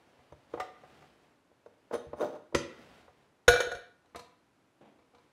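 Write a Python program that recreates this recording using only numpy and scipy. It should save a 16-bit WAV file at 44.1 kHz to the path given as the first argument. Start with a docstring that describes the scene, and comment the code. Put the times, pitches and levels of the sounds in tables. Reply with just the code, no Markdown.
"""A kitchen scale with a glass platter is lifted, carried over and set down on a glass hob, feet juddering.
A glass bowl clinks and rocks on the platter, then a fresh chili drops in among fainter taps and touches.
Blows ring decaying modes over a noise crack and a support thump; slips, scrapes and squeaks come from friction.
Cloth and fingers are coloured random grains; a small kitchen echoes briefly over a quiet hush."""
import sys
import numpy as np
from scipy import signal
from scipy.fft import rfft, irfft
from scipy.io import wavfile

SR = 44100
rng = np.random.default_rng(int(sys.argv[2]) if len(sys.argv) > 2 else 0)


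def dump_mix(stems):
    """Bounce the given channels to the path in sys.argv[1] as a 16-bit WAV at rate SR."""
    frames = np.atleast_2d(stems).T  # one column per channel
    limited = np.clip(frames, -1, 1)  # hard clip at full scale
    pcm = np.round(limited * 32767).astype(np.int16)
    wavfile.write(sys.argv[1], SR, pcm)


N = 234727
TIME_S = np.arange(N) / SR
RING_TIME_S = TIME_S[:SR]

# Event tables; contact_hz is contact brightness, a low-pass cutoff
# arm movements brushing the sleeve over the shirt: peak_s, level_db, rise_s
SLEEVE_STROKES = [(0.081, -67.5, 0.42), (0.558, -60.5, 0.04), (.95, -61, 0.13), (1.241, -69.5, .07),
                  (2.0, -71, .15), (2.81, -58, 0.069), (2.96, -59, 0.068), (3.2, -69, .05),
                  (5.22, -72.5, .09)]
# platter knocks during handling: start_s, level_db, contact_hz, counter_thump_db
PLATTER_KNOCKS = [(.188, -53, 1470, -57), (.572, -32.5, 1170, -63), (.5975, -23, 8260, -47),
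                  (.833, -42, 1240, -63), (1.020, -48.5, 7000, -63), (3.077, -46, 1410, -58)]
# dull low knocks of the housing while handled, then bumps on the hob:
# start_s, level_db, contact_hz, counter_thump_db
HOUSING_KNOCKS = [(.321, -41.5, 5500, -45.5), (.5365, -27, 2800, -49), (1.513, -57.5, 900, -71),
                  (1.659, -43, 3980, -77), (1.909, -34, 2400, -74), (2.068, -66, 600, -41.5),
                  (2.130, -29.5, 1500, -46), (2.523, -38.5, 696, -55), (2.541, -25, 470, -62.5)]
# shoves along the hob: fastest_s, level_db, speed_up_s, slow_down_s, contact_hz
SHOVES = [(1.9393, -23, 0.006, 0.009, 11200), (2.194, -34, 0.0078, 0.0054, 1900),
          (2.2137, -23, 0.0043, 0.018, 1950), (2.354, -40.5, 0.05, 0.011, 2080)]
# feet squeaking on the glass: peak_s, level_db, pitch_hz
SQUEAKS = [(1.966, -61.5, 9350), (2.188, -72, 9200), (2.22, -62, 6020), (2.22, -71, 9260),
           (2.258, -62, 6040)]
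# the scale's last foot dropping onto the hob: start_s, level_db, contact_hz, counter_thump_db
LAST_FOOT = [(2.5465, -17.5, 13030, -28.5)]
# bowl landing on the platter and rocking to rest: start_s, level_db, contact_hz, load_cell_thump_db
BOWL_HITS = [(3.4785, -9, 13900, -19.5), (3.534, -25, 9000, -47), (3.558, -24.5, 5000, -50),
             (3.601, -22, 12700, -52.5), (3.668, -31.5, 590, -45.5), (3.714, -35, 12800, -50),
             (3.748, -40, 14000, -46)]
# a chili dropping into the bowl, and fainter taps and touches: start_s, level_db, stalk_contact_hz
CHILI_TAPS = [(4.046, -62, 8880), (4.1466, -39, 12000), (4.976, -62, 3000), (5.1363, -57, 4400)]
# fingers rolling a chili free: peak_s, level_db, rise_s, fall_s
FINGER_RUBS = [(4.813, -56, 0.0025, 0.033), (4.88, -63, 0.015, 0.054)]

# Modes of each struck body: mode_hz, level_db, t60_s
PLATTER_MODES = [(490, -17.5, 0.085), (560, -12.5, 0.092), (736, -11, 0.19), (1066, -17, 0.087),
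                 (1206, -19.5, 0.25), (1926, -17, 0.078), (1994, -15.5, 0.12), (2250, -23.5, 0.053),
                 (2920, -35.5, 0.18), (3584, -37, 0.05)]
HOUSING_MODES = [(254, -24, 0.13), (338, -12, 0.065), (467.6, -3.5, 0.064), (592.5, -5.5, 0.088),
                 (726, -20, 0.12), (983, -40, 0.012), (1074, -23.5, 0.12), (1435, -18.5, 0.034),
                 (3700, -29, 0.074), (6000, -35, 0.057), (6250, -22.5, 0.04), (9330, -21, 0.043),
                 (10400, -27.5, 0.054), (12200, -34, .04)]
HOB_MODES = [(249.5, -13, 0.12), (336, -20, 0.33), (400, -8, 0.045), (496, -8, 0.099), (557, -11.5, 0.15),
             (940, -28, 0.15), (1000, -13, 0.062), (1629.4, -14.5, 0.064), (1930, -5.5, 0.05),
             (2400, -18, 0.048), (3860, -36, .08), (4900, -17, 0.052), (6200, -20.5, 0.12),
             (10700, -37, 0.18)]
BOWL_MODES = [(380, -13.5, 0.06), (486, -0.5, 0.094), (556, -18, 0.31), (704, -5, 0.12), (1449, -1, 0.066),
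              (1468, -14, 0.2), (1620, -22.5, 0.37), (1690, -20, 0.14), (1816, -13.5, 0.076),
              (1980, -18.5, 0.028), (2340, -23, 0.35), (2992, -18, 0.027), (3575, -20, 0.082),
              (3840, -21.5, 0.066), (4020, -20, 0.098), (4300, -26.5, 0.23), (5440, -22.5, 0.094),
              (6400, -19.5, 0.079), (6614, -19.5, 0.057), (9485, -29.5, 0.18), (10250, -23.5, 0.11),
              (13000, -32.5, .13), (14030, -35.5, .12)]
FILLED_BOWL_MODES = [(484, -4, 0.13), (702, -7, 0.1), (995, -11.5, 0.3), (1210, -12, 0.12),
                     (2325, -13.5, 0.078), (3780, -23.5, 0.13), (4150, -15.5, 0.066), (5980, -21, 0.12),
                     (10696, -26, 0.15), (12200, -24, 0.09)]
# Modes of what gives way under a blow, the counter or the sprung load cell: mode_hz, level_db, t60_s
COUNTER_MODES = [(64, -9, 0.077), (88.7, -1.5, 0.0764), (105, -17.5, 0.73), (138.5, -9, 0.11)]
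LOAD_CELL_MODES = [(30.2, 1, 0.052), (65, 1, 0.051), (102.6, -21.5, 0.94), (112, -8, 0.074)]

# Cracks, the crowded damped modes of each body: freq_hz, relative_density_db (per Hz)
PLATTER_CRACK = [(120, -4), (260, -16.5), (450, -0.5), (800, 4.5), (1100, -3), (1900, -5), (3000, -15.5),
                 (6500, -23.5), (11000, -29.5), (15000, -21)]
HOUSING_CRACK = [(100, -15.5), (220, -3), (450, 2), (1000, -1), (1600, -13.5), (2600, -22.5), (6000, -29),
                 (9000, -36.5), (15000, -38)]
HOB_CRACK = [(60, 5), (150, -3.5), (450, 1.5), (750, -16.5), (1100, 0), (2000, -4), (3000, -9.5),
             (6000, -12.5), (8000, -19.5), (12000, -29), (15500, -34.5)]
BOWL_CRACK = [(120, -14.5), (220, -19.5), (420, -3.5), (650, -1.5), (850, -9), (1150, -5.5), (1600, -5.5),
              (2600, -17), (3800, -7.5), (4700, -24), (6500, -17), (8500, -30), (15000, -40)]
CHILI_CRACK = [(120, -4), (500, -1.5), (1100, 1), (1600, -6.5), (4000, -9), (7000, -13), (10000, -18.5),
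               (15000, -27)]
# Spectra of the quiet kitchen, sleeve and fingers: freq_hz, relative_density_db (per Hz)
HUSH_COLOUR = [(35, -19), (100, -8.5), (200, -10.5), (280, -5), (420, -11), (900, -13.5), (2850, -24),
               (3830, -28), (11800, -37), (15000, -56.5)]
SLEEVE_COLOUR = [(60, -3), (250, -0.5), (550, 0.5), (1200, -6.5), (2500, -10), (4500, -18), (7000, -25.5),
                 (11000, -30.5), (15000, -38)]
FINGER_COLOUR = [(60, -25), (250, 1.5), (400, -5), (800, -8.5), (1200, -18.5), (3200, -25.5), (4000, -34.5),
                 (12000, -55), (15500, -65)]
# Kitchen echo: freq_hz, t60_s, level_db
KITCHEN_ECHO = [(100, 0.2, -2.5), (280, 0.81, -7), (502, 0.38, -8.5), (1407, 0.65, -9.5),
                (3270, 0.57, -5.5), (6200, 0.31, -6), (14000, 0.36, -11)]

HUSH_DB = -70
SLIP_EVERY_S, SLIP_JITTER_S = .0095, 0.00041
SLIP_THUMP_DB = -25.5   # re each slip
SCRAPE_RING_DB, SCRAPE_GRIT_DB = -14, -13.5   # re the shove level
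SCRAPE_RING_HZ = 5000   # low-pass cutoff
SCRAPE_LONGER = 1.27   # scrape rise and fall times, as a multiple of the shove's
SQUEAK_RISE_S, SQUEAK_FALL_S, SQUEAK_WIDTH_HZ = 0.0092, 0.0067, 170
FLESH_BRIGHTNESS = 0.15   # share of the stalk's contact_hz
STALK_AFTER_S, STALK_DB = .0115, -2   # re the flesh contact
BOUNCE_AFTER_S, BOUNCE_DB = .0465, -8.5   # re the flesh contact
POD_THUMP_DB = -10.5   # re each contact
DIP_S, DIP_DB, DIP_SINK_S, DIP_RECOVER_S = 4.0, -7, 0.052, 0.076
MICROPHONE_LOW_HZ, CUTOFF_HZ = 30.1, 15700


def from_db(db):
    """Decibels to gain."""
    return 10 ** (np.asarray(db) / 20)


def rms_one(x):
    """Scale to unit power."""
    return x / np.sqrt(np.mean(x ** 2))


def at_hz(rows, hz, axis=1):
    """Read one table column, interpolated over log frequency."""
    rows = np.array(rows)
    return np.interp(np.log(hz + 1), np.log(rows[:, 0]), rows[:, axis])


def coloured(x, spectrum):
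    """Give a steady signal a spectrum, rolled off in the deepest bass; rms 1."""
    hz = np.arange(len(x) // 2 + 1) * SR / len(x)
    bass_cut = hz ** 2 / (hz ** 2 + spectrum[0][0] ** 2 / 2)
    return rms_one(irfft(rfft(x) * from_db(at_hz(spectrum, hz)) * bass_cut, len(x)))


def low_pass(x, hz):
    """Take out treble, as a soft contact does to a blow."""
    sos = signal.butter(2, np.clip(hz, 20, .45 * SR), fs=SR, output="sos")
    return signal.sosfilt(sos, x + 1e-18)


def high_pass(x, hz):
    """Take out bass, as a small body radiates little of it."""
    return signal.sosfilt(signal.butter(2, hz, "high", fs=SR, output="sos"), x + 1e-18)


def band_pass(x, low_hz, high_hz):
    """Keep one frequency band."""
    return signal.sosfilt(signal.butter(2, [low_hz, high_hz], "band", fs=SR, output="sos"), x)


def swell(peak_s, level_db, rise_s, fall_s, time_s=TIME_S):
    """Gain of one movement: rounded top at peak_s; rise and fall are time constants."""
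    away = np.abs(time_s - peak_s) / np.where(time_s < peak_s, rise_s, fall_s)
    return from_db(level_db) / np.cosh(np.minimum(away, 50))   # limit avoids overflow


def grains(per_s, spread_db):
    """Tiny random slips of uneven size and either sign; rms 1."""
    occurs = rng.random(N) < per_s / SR
    sign = rng.choice([-1, 1], N)
    size = from_db(spread_db * np.clip(rng.standard_normal(N), -2, 2))
    return rms_one(occurs * sign * size)


def ringing(modes):
    """All modes struck at once; little is radiated below the lowest one."""
    ring = np.zeros(SR)
    for k, (hz, level_db, t60_s) in enumerate(modes):
        decay = from_db(level_db - 60 * RING_TIME_S / t60_s)
        ring += (-1) ** k * decay * np.sin(2 * np.pi * hz * RING_TIME_S)
    return high_pass(ring, modes[0][0] / 2)


def split_ringing(modes, split, twin_db, vary_db):
    """Each mode has close twins whose pitch depends on how the body rests, so the ring beats unevenly."""
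    out = np.zeros(SR)
    for k, (hz, level_db, t60_s) in enumerate(modes):
        t = RING_TIME_S[:round(1.3 * t60_s * SR)]
        detune = split * rng.standard_normal((3, 1))
        phase = rng.uniform(0, 2 * np.pi, (3, 1))
        main = (-1) ** k * np.sin(2 * np.pi * hz * t)
        twins = np.sin(2 * np.pi * hz * (1 + detune) * t + phase).sum(axis=0)
        twin_gain = from_db(twin_db) * np.sqrt(hz / (hz + 1000))   # weaker at low pitch
        decay = from_db(level_db + vary_db * rng.standard_normal() - 60 * t / t60_s)
        out[:len(t)] += decay * (main + twin_gain * twins)
    return out


def add(out, start_s, sound):
    """Mix a sound in at start_s."""
    start = round(start_s * SR)
    out[start:start + len(sound)] += sound[:N - start]


def blows(hits, modes, crack, support, crack_db, crack_t60_s, rise_s, twin_db, edge_db):
    """Each blow rings the modes with strengths of its own, over a short crack, and thumps the support."""
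    out, thump = np.zeros(N), ringing(support)
    # each blow swells in over a few milliseconds, as early reflections arrive
    swell_in = 1 - np.exp(-(RING_TIME_S / rise_s) ** 2)
    crack_decay = from_db(crack_db - 60 * RING_TIME_S / crack_t60_s)
    for start_s, level_db, contact_hz, thump_db in hits:
        tone = split_ringing(modes, split=.02, twin_db=twin_db, vary_db=1.4)
        burst = coloured(rng.standard_normal(SR), crack) * crack_decay
        body = low_pass(swell_in * (tone + burst), contact_hz)
        edge = from_db(edge_db) * low_pass(swell_in * burst, 5800)   # even a soft contact has a hard edge
        radiated = high_pass(body - edge, 90)
        add(out, start_s, from_db(level_db) * radiated + from_db(thump_db) * thump)
    return out


def hush():
    """Quiet kitchen: steady coloured noise."""
    return from_db(HUSH_DB) * coloured(rng.standard_normal(N), HUSH_COLOUR)


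def sleeve():
    """Threads of cloth catch on each other with every stroke of the arm; strokes add in power."""
    power = sum(swell(peak_s, level_db, rise_s, rise_s) ** 2 for peak_s, level_db, rise_s in SLEEVE_STROKES)
    return np.sqrt(power) * coloured(grains(per_s=6500, spread_db=3.5), SLEEVE_COLOUR)


def kitchen_echo(x, build_s):
    """Diffuse echo that builds up, then dies away at its own rate in each band."""
    edges_hz, echo = np.geomspace(45, 17000, 10), np.zeros(SR)
    build = 1 - np.exp(-(RING_TIME_S / build_s) ** 2)
    for low_hz, high_hz in zip(edges_hz, edges_hz[1:]):
        hz = np.sqrt(low_hz * high_hz)
        decay = from_db(-60 * RING_TIME_S / at_hz(KITCHEN_ECHO, hz))
        band = band_pass(rng.standard_normal(SR), low_hz, high_hz) * decay * build
        band_gain = from_db(at_hz(KITCHEN_ECHO, hz, axis=2)) * np.sqrt(2 * (high_hz - low_hz)) / SR
        echo += band_gain * rms_one(band)
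    return signal.fftconvolve(x, echo)[:N]


def platter_knocks():
    """The glass platter knocks as the scale is handled."""
    return blows(PLATTER_KNOCKS, PLATTER_MODES, PLATTER_CRACK, COUNTER_MODES,
                 crack_db=-2.5, crack_t60_s=0.066, rise_s=0.0031, twin_db=-5, edge_db=-18.0)


def judder(count=8):
    """Stick and slip: the faster the shove, the stronger and brighter the slip; returns blow rows."""
    slips = []
    for fastest_s, level_db, rise_s, fall_s, contact_hz in SHOVES:
        even_s = SLIP_EVERY_S * (np.arange(count) - count // 2 + 1)
        times_s = fastest_s + even_s + SLIP_JITTER_S * rng.standard_normal(count)
        speeds = swell(fastest_s, 0, rise_s, fall_s, times_s)   # re the fastest
        for slip_s, speed in zip(times_s, speeds):
            slip_db = level_db + 20 * np.log10(speed)
            slips.append((slip_s, slip_db, contact_hz * np.sqrt(speed), slip_db + SLIP_THUMP_DB))
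    return slips


def housing_knocks():
    """Dull low knocks of the housing while handled, then bumps on the hob and juddering slips of the feet."""
    return blows(HOUSING_KNOCKS + judder(), HOUSING_MODES, HOUSING_CRACK, COUNTER_MODES,
                 crack_db=-1.5, crack_t60_s=.05, rise_s=0.0025, twin_db=-5.5, edge_db=-14)


def scrape():
    """The sliding feet grind over the hob and keep the housing ringing."""
    sliding = sum(swell(fastest_s, level_db, SCRAPE_LONGER * rise_s, SCRAPE_LONGER * fall_s)
                  for fastest_s, level_db, rise_s, fall_s, _ in SHOVES)
    driven = signal.fftconvolve(grains(per_s=290, spread_db=13.5), ringing(HOUSING_MODES))[:N]
    ring = rms_one(low_pass(driven, SCRAPE_RING_HZ))
    grit = coloured(grains(per_s=7200, spread_db=11.5), HOUSING_CRACK)
    return sliding * (from_db(SCRAPE_RING_DB) * ring + from_db(SCRAPE_GRIT_DB) * grit)


def squeaks():
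    """Friction briefly excites one narrow, high resonance: band-passed noise."""
    out = np.zeros(N)
    for peak_s, level_db, hz in SQUEAKS:
        tone = band_pass(rng.standard_normal(N), hz - SQUEAK_WIDTH_HZ / 2, hz + SQUEAK_WIDTH_HZ / 2)
        out += swell(peak_s, level_db, SQUEAK_RISE_S, SQUEAK_FALL_S) * rms_one(tone)
    return out


def last_foot():
    """The scale's last foot drops onto the hob and rings its glass."""
    return blows(LAST_FOOT, HOB_MODES, HOB_CRACK, COUNTER_MODES,
                 crack_db=-4.5, crack_t60_s=0.069, rise_s=0.0013, twin_db=-4.5, edge_db=-30.5)


def bowl():
    """Glass meets glass, then rocks; the load cell gives way."""
    return blows(BOWL_HITS, BOWL_MODES, BOWL_CRACK, LOAD_CELL_MODES,
                 crack_db=-0.5, crack_t60_s=0.058, rise_s=0.0028, twin_db=-3.5, edge_db=-31)


def chili_taps():
    """A chili drop and fainter touches: each taps with soft flesh, then the hard stalk, and bounces once."""
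    # after_s, relative_db, brightness share
    contacts = ((0, 0, FLESH_BRIGHTNESS), (STALK_AFTER_S, STALK_DB, 1), (BOUNCE_AFTER_S, BOUNCE_DB, 1))
    taps = []
    for start_s, level_db, contact_hz in CHILI_TAPS:
        for after_s, relative_db, brightness in contacts:
            tap_db = level_db + relative_db
            taps.append((start_s + after_s, tap_db, contact_hz * brightness, tap_db + POD_THUMP_DB))
    return blows(taps, FILLED_BOWL_MODES, CHILI_CRACK, COUNTER_MODES,
                 crack_db=0.0, crack_t60_s=0.082, rise_s=0.00045, twin_db=-1.5, edge_db=-46.0)


def finger_rubs():
    """Skin slips in tiny grains as the fingers roll a chili free."""
    rubbing = sum(swell(*rub) for rub in FINGER_RUBS)
    return rubbing * coloured(grains(per_s=1100, spread_db=2.5), FINGER_COLOUR)


def scene():
    """Handling and its echo, dipping briefly as the bowl dies away, over the steady hush."""
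    scale = platter_knocks() + housing_knocks() + scrape() + squeaks() + last_foot()
    near = sleeve() + scale + bowl() + chili_taps() + finger_rubs()
    dip = from_db(DIP_DB * swell(DIP_S, 0, DIP_SINK_S, DIP_RECOVER_S))
    return (dip * (near + kitchen_echo(near, build_s=0.0099)) + hush())[None]


def record(dry):
    """The microphone drops the deepest bass; the top is cut steeply."""
    heard = signal.sosfilt(signal.butter(2, MICROPHONE_LOW_HZ, "high", fs=SR, output="sos"), dry)
    return signal.sosfilt(signal.ellip(10, .1, 80, CUTOFF_HZ, fs=SR, output="sos"), heard)


dry = scene()
out = record(dry)
dump_mix(out)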